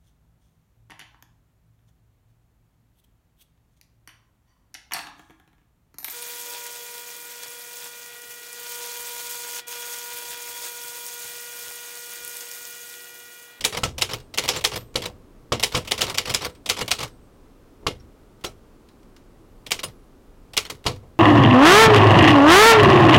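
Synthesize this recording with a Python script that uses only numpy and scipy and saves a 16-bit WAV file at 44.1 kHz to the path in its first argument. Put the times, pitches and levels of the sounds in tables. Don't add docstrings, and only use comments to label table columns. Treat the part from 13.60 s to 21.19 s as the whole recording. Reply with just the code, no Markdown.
import sys
import numpy as np
from scipy import signal
from scipy.fft import rfft, irfft, next_fast_len
from scipy.io import wavfile
from scipy.ndimage import uniform_filter1d

SR = 44100
rng = np.random.default_rng(int(sys.argv[2]) if len(sys.argv) > 2 else 0)


def to_wav(s):
    ch = np.atleast_2d(s).T
    pcm = np.round(np.clip(ch, -1, 1) * 32767)
    wavfile.write(sys.argv[1], SR, pcm.astype(np.int16))


N = 334719

# (relative, per Hz)
ROOM_SPECTRUM = [(15, -19), (26, 1.5), (45, -7), (65, -11.5), (95, -12.5), (122, -12.5), (160, -15.5),
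                 (260, -12), (420, -15.5), (520, -20), (720, -25.5), (1200, -27.5), (1750, -35.5),
                 (5000, -43), (15500, -48.5)]
# frequency_hz, t60_s
HOLD_TIMES = [(60, 0.86), (130, 0.27), (350, .25), (900, 0.18), (2400, 0.17), (6000, 0.16), (14000, 0.18)]
# start_s, level_db, body_db, brightness_db,
# key_travel_s, key_db, escapement_db, key_held_s, fall_back_db
LETTERS = [(0.049, -17, 1, 5, .042, -34.5, -24, 0.075, -25.5),
           (0.4205, -16.5, 1, 0, 0.04, -30, -28, 0.07, -27.5),
           (0.784, -19, 6, -1, 0.045, -35.5, -25, 0.038, -30.5),
           (0.889, -17, 3.5, -0.5, 0.052, -33, -28, 0.045, -27),
           (1.0489, -16, 0.5, 1, .041, -38.5, -23, 0.067, -26.5),
           (2.0355, -16, -0.5, 2, .0395, -31, -23, 0.083, -30),
           (2.319, -18, 4.5, -1, 0.045, -33.5, -25, 0.069, -27),
           (2.4175, -17.5, 2.5, -2.5, 0.04, -30, -25, 0.049, -27.5),
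           (2.5832, -16.5, 0, -3, 0.04, -31, -26.5, 0.07, -25.5),
           (2.7465, -16, 0.5, -2, .039, -32.5, -27, 0.062, -27),
           (3.098, -16, -0.5, -2, 0.039, -31.5, -24.5, 0.068, -25.5),
           (3.3144, -15, -4, -2.5, 0.036, -29.5, -26, 0.07, -26.5),
           (6.1179, -18, -1, 1, .0545, -39, -27, 0.071, -26.5),
           (6.9757, -16.5, -1, -1, 0.042, -40.5, -24, 0.076, -30)]
# (relative, per Hz)
KEY_COLOUR = [(40, 0), (110, 9.5), (200, -0.5), (400, -2), (650, 4.5), (850, -2), (1200, -0.5),
              (1550, -10.5), (2200, 0), (3000, 4), (3900, -1), (4800, -1), (7000, -9.5), (15000, -19)]
ESCAPEMENT_COLOUR = [(40, -15.5), (200, -9.5), (450, -3), (800, 1.5), (1200, -8.5), (1600, -10.5),
                     (2200, 2), (3100, 2.5), (4100, -9.5), (6500, -8), (10000, -11), (15000, -16.5)]
STRIKE_COLOUR = [(40, -19), (110, -7), (200, -13.5), (310, -13), (430, 2), (620, -10), (1100, -3.5),
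                 (1650, -6.5), (2600, -1.5), (3700, -1), (6500, -5), (9500, -10.5), (15000, -22)]
SNAP_COLOUR = [(100, -34), (1200, -19), (2200, -5), (3600, 4.5), (5200, -2), (7500, -13.5), (15000, -30)]
RETURN_COLOUR = [(40, 2.5), (130, 9), (260, -3), (480, 7.5), (700, -1.5), (1150, 4), (1550, -4.5),
                 (2900, -2), (4800, -4.5), (7000, -11.5), (11000, -17), (15000, -22)]
TICK_COLOUR = [(100, -3.5), (1000, 1.5), (3000, 1.5), (4200, 0.5), (6000, -2), (9000, -7.5), (15000, -14)]
THUMP_COLOUR = [(40, -2), (105, 7), (190, 5.5), (350, 3), (520, 6), (720, 2.5), (1150, -0.5), (1650, -7.5),
                (2500, -3.5), (4800, -8), (7000, -9), (10000, -16), (15000, -27)]
SOFT_COLOUR = [(50, 5.5), (150, 4.5), (300, 8.5), (850, -1), (1500, -19), (2400, -18), (5000, -35),
               (15000, -54)]
# frequency_hz, lift_db, t60_s
FRAME_MODES = [(72, 1, .7), (96, 0, .7), (121, 0, .5), (228, -5, .25), (425, -4, .2), (494, 0, .2),
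               (946, -7, .12), (1132, -7, .08), (1311, -4, .13), (2092, -3, .08), (2240, -5, .09),
               (2837, 1, .09), (3060, -5, .06), (3290, -5, .06), (3832, -3, .06), (5190, -1, .07),
               (5598, -3, .09), (5917, -1, .13), (6892, -5, .08), (7854, -4, .08)]
# start_s, pitch_hz, level_db, t60_s
PINGS = [(.972, 7320, -25, 0.043), (1.159, 12100, -39, 0.23), (4.266, 2140, -31, 0.15),
         (4.867, 5700, -34, .05), (4.863, 4000, -33.5, .064), (6.241, 9380, -25, 0.074),
         (4.4, 5570, -51, 0.062), (6.241, 5030, -35, 0.1)]
# delay (multiple of key_held_s), level_db, body_db, brightness_db
KEY_RELEASE = (1, -5, 0, -6)
CARRIAGE_STEP = (1.27, -4.5, 1, -4)
BAR_LANDING = (1.61, -.5, .5, 3)
# level_db, body_db, brightness_db
LONE_RELEASE = (-1.9, -6.5, 2)
LONE_LANDING = (.5, -2.5, 2.1)
# pressed_s, held_s, level_db
SPACE_RETURNS = [(1.358, 0.061, -28.5)]
# start_s, level_db, body_db, brightness_db
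TAKE_UPS = [(4.839, -29.5, -3.5, 1), (7.252, -37.5, 10.5, 0)]
# start_s, level_db
TICKS = [(.601, -46.5), (1.342, -47), (2.249, -39.5), (2.95, -51), (4.403, -60.5), (4.81, -57),
         (5.287, -56), (5.43, -61), (5.564, -51), (7.241, -44), (7.36, -50.5)]
# start_s, level_db, desk_db, frame_db, knock_db, brightness_db,
# squarely_hit_mode_hz, squarely_hit_lift_db, tooth_db
THUMPS = [(.234, -19.5, -1, -6.5, -3.5, -1, 1340, 7.5, -40), (1.3556, -26, -4, 3.5, -3.5, 1, 321, 19, -17),
          (1.921, -20, -2, -3, -3.5, -4.5, 1160, 10.5, -20.5),
          (2.1471, -19.5, -0.5, -10, -9, -4, 1085, 12.5, -23.5),
          (2.163, -28.5, -5, 0, 4, 3.5, 480, 8.5, -27), (4.2663, -23, -2, -2, -1.5, -4.5, 1107, 11, -20.5),
          (4.8452, -34, -2.5, 3.5, -1.5, 7, 363, 15.5, -25.5),
          (7.264, -19.5, -1, -2, -1, -2.5, 2850, 9, -20.5)]
# frequency_hz, level_db, t60_s
CARRIAGE_MODES = [(88, -8, .13), (128, -5, .11), (225, -11, .11), (292, -10, .1), (362, -13, .1),
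                  (492, -2.5, .13), (530, -8, .09), (955, -9, .07), (1085, -5, .045), (1165, -5, .05),
                  (1314, -8, .11), (2850, -9, .05), (4830, -8, .06)]
# start_s, level_db
SOFT_KNOCKS = [(1.49, -41), (4.223, -44.5), (4.246, -59), (7.425, -45)]
# time_s, pitch_hz, level_db
SQUEAK_PATH = [(5.8, 9500, -90), (5.92, 12000, -79), (6.1, 14000, -83), (6.32, 12100, -75),
               (6.38, 10700, -76), (6.43, 10320, -77), (6.5, 8800, -90)]

BANDS_HZ = 40 * 2 ** (np.arange(27) / 3)
LENGTH = int(.32 * SR)
ATTACK = int(.012 * SR)
ROOM_DB, TOP_HZ = -50, 16000
KEY_BODY_DB, KEY_BRIGHT_DB = 0, 3
TRIP_SHARE, TRIP_DB = .2, 2.5
RUN_GAP_S = .5
SPRING_HZ, SPRING_BEAT_HZ, SPRING_DB, SPRING_T60_S = 8400, 9, -64, 1.2
CLINK_COUNT, CLINK_SCATTER_DB, CLINK_FADE_DB = 3, 5, -9
GLIDE_LAG_S, GLIDE_DB = .088, -36.5
BOUNCE_S, BOUNCE_DB = .051, -20.5
TOOTH_LAG_S = .0032


def undb(db):
    return 10 ** (np.asarray(db) / 20)


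def at_hz(points, hz):
    f, value = np.transpose(points)
    return np.interp(np.log(np.maximum(hz, 1)), np.log(f), value)


def add(track, s, sound):
    i = max(int(s * SR), 0)
    track[i:i + len(sound)] += sound[:N - i]


def band_noise(size):
    hz = np.maximum(np.fft.rfftfreq(size, 1 / SR), 1)
    octaves = np.log2(hz / BANDS_HZ[:, None])
    shape = np.cos(np.pi / 2 * np.clip(3 * octaves, -1, 1))
    spectrum = rfft(rng.standard_normal((len(BANDS_HZ), size)))
    bands = irfft(shape * spectrum, size)
    return (bands / bands.std(axis=1, keepdims=True)).astype(np.float32)


def chatter(size, spread_db, count):
    held = np.repeat(rng.standard_normal(size // count + 1), count)[:size]
    return uniform_filter1d(undb(spread_db * held), size=count // 4)


def blows(rows, zones_hz, colour, rise_s, crack_s, tail_db, alike):
    t = np.arange(LENGTH, dtype=np.float32) / SR
    hz = BANDS_HZ[:, None].astype(np.float32)
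    rise = 1 - np.exp(-t / (rise_s + 1.8 / hz))
    crack = np.exp(-t / (crack_s + 1.2 / hz))
    ring = undb(tail_db) * np.exp(-np.log(1000) * t / at_hz(HOLD_TIMES, hz))
    fade_out = np.minimum(1, 10 * (1 - t / t[-1]))
    envelope = (rise * (crack + ring) * fade_out).astype(np.float32)
    weight = undb(at_hz(colour, BANDS_HZ)) * np.sqrt(BANDS_HZ)
    weight /= np.linalg.norm(weight)

    shared, varied = band_noise(LENGTH), band_noise(size=65536)
    alike = float(np.clip(alike, 0, 1))
    out = np.zeros(N)
    for s, db, *lifts in rows:
        start = rng.integers(varied.shape[1] - LENGTH)
        excerpt = varied[:, start:start + LENGTH]
        bands = envelope * (alike ** .5 * shared + (1 - alike) ** .5 * excerpt)
        bands *= chatter(LENGTH, 2.2, count=70).astype(np.float32)
        colour_scatter_db = 1.6 * rng.standard_normal(len(BANDS_HZ))
        lift_db = np.interp(np.log(BANDS_HZ), np.log(zones_hz), lifts)
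        gain = weight * undb(db + colour_scatter_db + lift_db)
        gain /= np.sqrt(np.einsum("ij,ij->i", bands, bands) / ATTACK)
        add(out, s, gain.astype(np.float32) @ bands)
    return out


def contacts(rows, colour, rise_s, crack_s, tail_db, alike):
    rows = [(s, db, body, 0, 0, bright) for s, db, body, bright in rows]
    return blows(rows, [600, 1800, 5000, 9000], colour, rise_s, crack_s, tail_db, alike)


def plain_contacts(rows, colour, **settings):
    return contacts([(s, db, 0, 0) for s, db in rows], colour, **settings)


def strike_modes(modes):
    hz, db, t60 = np.transpose(modes)[:, :, None].astype(np.float32)
    t = np.arange(LENGTH, dtype=np.float32) / SR
    decay = np.exp(-np.float32(np.log(1000)) * t / t60)
    return np.sum(undb(db) * decay * np.sin(2 * np.pi * hz * t), axis=0)


def thin_steel(rows, colour, ring_db, t60, count):
    out = np.zeros(N)
    for (s, db, *_), draw in zip(rows, rng.random((len(rows), 2, count))):
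        hz = 2000 * 7 ** ((np.arange(count) + draw[0]) / count)
        level_db = db + ring_db + at_hz(colour, hz) + 10 * np.log10(hz / hz[0])
        decay_s = t60 * (.5 + draw[1])
        add(out, s, strike_modes(np.c_[hz, level_db, decay_s]))
    return out


def clinks(rows, colour, spread_s, clink_db, t60):
    hits = []
    for s, db, *_ in rows:
        for late, luck in rng.random((CLINK_COUNT, 2)):
            level_db = db + CLINK_FADE_DB * late + CLINK_SCATTER_DB * (2 * luck - 1)
            hits.append((s + spread_s * late, level_db))
    return thin_steel(hits, colour, ring_db=clink_db, t60=t60, count=6)


def in_run():
    times = np.array(LETTERS)[:, 0]
    return np.sort(abs(times - times[:, None]))[:, 1] < RUN_GAP_S


def run_times():
    return np.array(LETTERS)[in_run(), 0]


def room():
    size = next_fast_len(N)
    hz = np.fft.rfftfreq(size, 1 / SR)
    spectrum = rfft(rng.standard_normal(size)) * undb(at_hz(ROOM_SPECTRUM, hz))
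    air = irfft(spectrum, size)[:N]
    return undb(ROOM_DB) * air / air.std()


def key_presses():
    return [(s - travel_s, key_db, KEY_BODY_DB, KEY_BRIGHT_DB)
            for s, _, _, _, travel_s, key_db, *_ in LETTERS]


def linkage():
    return undb(2.5) * contacts(key_presses(), KEY_COLOUR, rise_s=.0015, crack_s=.007,
                                tail_db=-15, alike=.35)


def escapement():
    trips = [(s - TRIP_SHARE * travel_s, trip_db)
             for s, _, _, _, travel_s, _, trip_db, *_ in LETTERS]
    return undb(TRIP_DB) * plain_contacts(trips, ESCAPEMENT_COLOUR, rise_s=.0003, crack_s=.009,
                                          tail_db=-8, alike=.3)


def typebars():
    rows = [row[:4] for row in LETTERS]
    return undb(-1.18) * contacts(rows, STRIKE_COLOUR, rise_s=.0001, crack_s=.0033,
                                  tail_db=-11.5, alike=.35)


def type_snaps():
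    rows = [row[:2] for row in LETTERS]
    return undb(-3.5) * plain_contacts(rows, SNAP_COLOUR, rise_s=.00005, crack_s=.00055,
                                       tail_db=-36, alike=.3)


def frame(x):
    t = np.arange(SR) / SR
    response = np.zeros(SR)
    response[0] = 1
    for hz, db, t60 in FRAME_MODES:
        rate = np.log(1000) / t60
        mode = np.exp(-rate * t) * np.cos(2 * np.pi * hz * t)
        response += undb(db) * 2 * rate / SR * mode
    return signal.fftconvolve(x, response)[:N]


def pings():
    out, t = np.zeros(N), np.arange(SR) / SR
    spring = [(s, hz, SPRING_DB, SPRING_T60_S) for s in run_times()
              for hz in (SPRING_HZ, SPRING_HZ + SPRING_BEAT_HZ)]
    for s, hz, db, t60 in PINGS + spring:
        add(out, s, undb(db - 60 * t / t60) * np.sin(2 * np.pi * hz * t))
    return out


def fall_back(s, held_s, db, lone=False):
    chain = [KEY_RELEASE, CARRIAGE_STEP, BAR_LANDING]
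    if lone:
        chain = [np.add(KEY_RELEASE, (0, *LONE_RELEASE)), np.add(BAR_LANDING, (0, *LONE_LANDING))]
    return [(s + holds * held_s, db + level, body, bright) for holds, level, body, bright in chain]


def fall_backs():
    letters = [(s, held_s, db, not quick)
               for (s, *_, held_s, db), quick in zip(LETTERS, in_run())]
    return [contact for stroke in letters + SPACE_RETURNS for contact in fall_back(*stroke)]


def returns():
    return undb(1) * contacts(fall_backs() + TAKE_UPS, RETURN_COLOUR, rise_s=.0039, crack_s=.007,
                              tail_db=-14, alike=.18)


def glide():
    rows = [(s + GLIDE_LAG_S, GLIDE_DB) for s in run_times()]
    rattle = plain_contacts(rows, RETURN_COLOUR, rise_s=.025, crack_s=.016, tail_db=-24, alike=.092)
    return rattle * chatter(N, spread_db=5.5, count=300)


def ticks():
    bounces = [(s + BAR_LANDING[0] * held_s + BOUNCE_S, db + BOUNCE_DB)
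               for s, *_, held_s, db in LETTERS]
    return undb(-1.5) * plain_contacts(TICKS + bounces, TICK_COLOUR, rise_s=.0002, crack_s=.003,
                                       tail_db=-10.5, alike=.2)


def thumps():
    rows = [(s, db, desk, body, knock, 0, 0, bright)
            for s, db, desk, body, knock, bright, *_ in THUMPS]
    return undb(3.5) * blows(rows, [170, 450, 1100, 1900, 5000, 9000], THUMP_COLOUR,
                             rise_s=.0015, crack_s=.009, tail_db=-4.5, alike=.08)


def carriage():
    out = np.zeros(N)
    hz, mode_db, t60 = np.transpose(CARRIAGE_MODES)
    square_width = .086
    scatters = rng.standard_normal((len(THUMPS), len(hz)))
    for (s, db, desk, body, knock, _, square_hz, square_db, _), scatter in zip(THUMPS, scatters):
        lift = np.interp(np.log(hz), np.log([170, 450, 1100, 1900]), [desk, body, knock, 0])
        lift += square_db * np.exp(-(np.log(hz / square_hz) / square_width) ** 2)
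        struck_hz = hz * (1 + .004 * scatter)
        add(out, s, strike_modes(np.c_[struck_hz, db + mode_db + lift, t60]))
    return undb(1.5) * out


def tooth_catches():
    rows = [(s + TOOTH_LAG_S, tooth_db) for s, *_, tooth_db in THUMPS]
    return undb(-5.5) * plain_contacts(rows, SNAP_COLOUR, rise_s=.00005, crack_s=.0015,
                                       tail_db=-24, alike=.2)


def soft_knocks():
    return plain_contacts(SOFT_KNOCKS, SOFT_COLOUR, rise_s=.0024, crack_s=.017, tail_db=0, alike=.14)


def squeak():
    s, hz, db = np.transpose(SQUEAK_PATH)
    t = np.arange(N) / SR
    sounding = (t > s[0]) & (t < s[-1])
    gain = sounding * undb(np.interp(t, s, db)) * chatter(N, spread_db=3.5, count=600)
    phase = 2 * np.pi * np.cumsum(np.interp(t, s, hz)) / SR
    return gain * np.sin(phase)


def scene():
    bars = thin_steel(LETTERS, STRIKE_COLOUR, ring_db=-9, t60=.053, count=9)
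    lever_rows = key_presses() + fall_backs() + TAKE_UPS
    levers = thin_steel(lever_rows, RETURN_COLOUR, ring_db=-10.5, t60=.037, count=6)
    strike_clinks = clinks(LETTERS, STRIKE_COLOUR, spread_s=.016, clink_db=-5.5, t60=.013)
    return_clinks = clinks(fall_backs(), RETURN_COLOUR, spread_s=.022, clink_db=2.5, t60=.02)
    letter_noise = linkage() + escapement() + typebars() + returns() + glide() + ticks()
    machine = undb(-1) * frame(letter_noise + thumps() + soft_knocks())
    steel = bars + levers + strike_clinks + return_clinks + pings()
    direct = type_snaps() + carriage() + tooth_catches() + squeak()
    return (room() + machine + steel + direct)[None]


def record(dry):
    limit = .72
    rounded = limit * np.tanh(dry / limit)
    low_pass = signal.ellip(10, .2, 70, TOP_HZ, fs=SR, output="sos")
    return signal.sosfilt(low_pass, rounded)


dry = scene()
out = record(dry)
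to_wav(out)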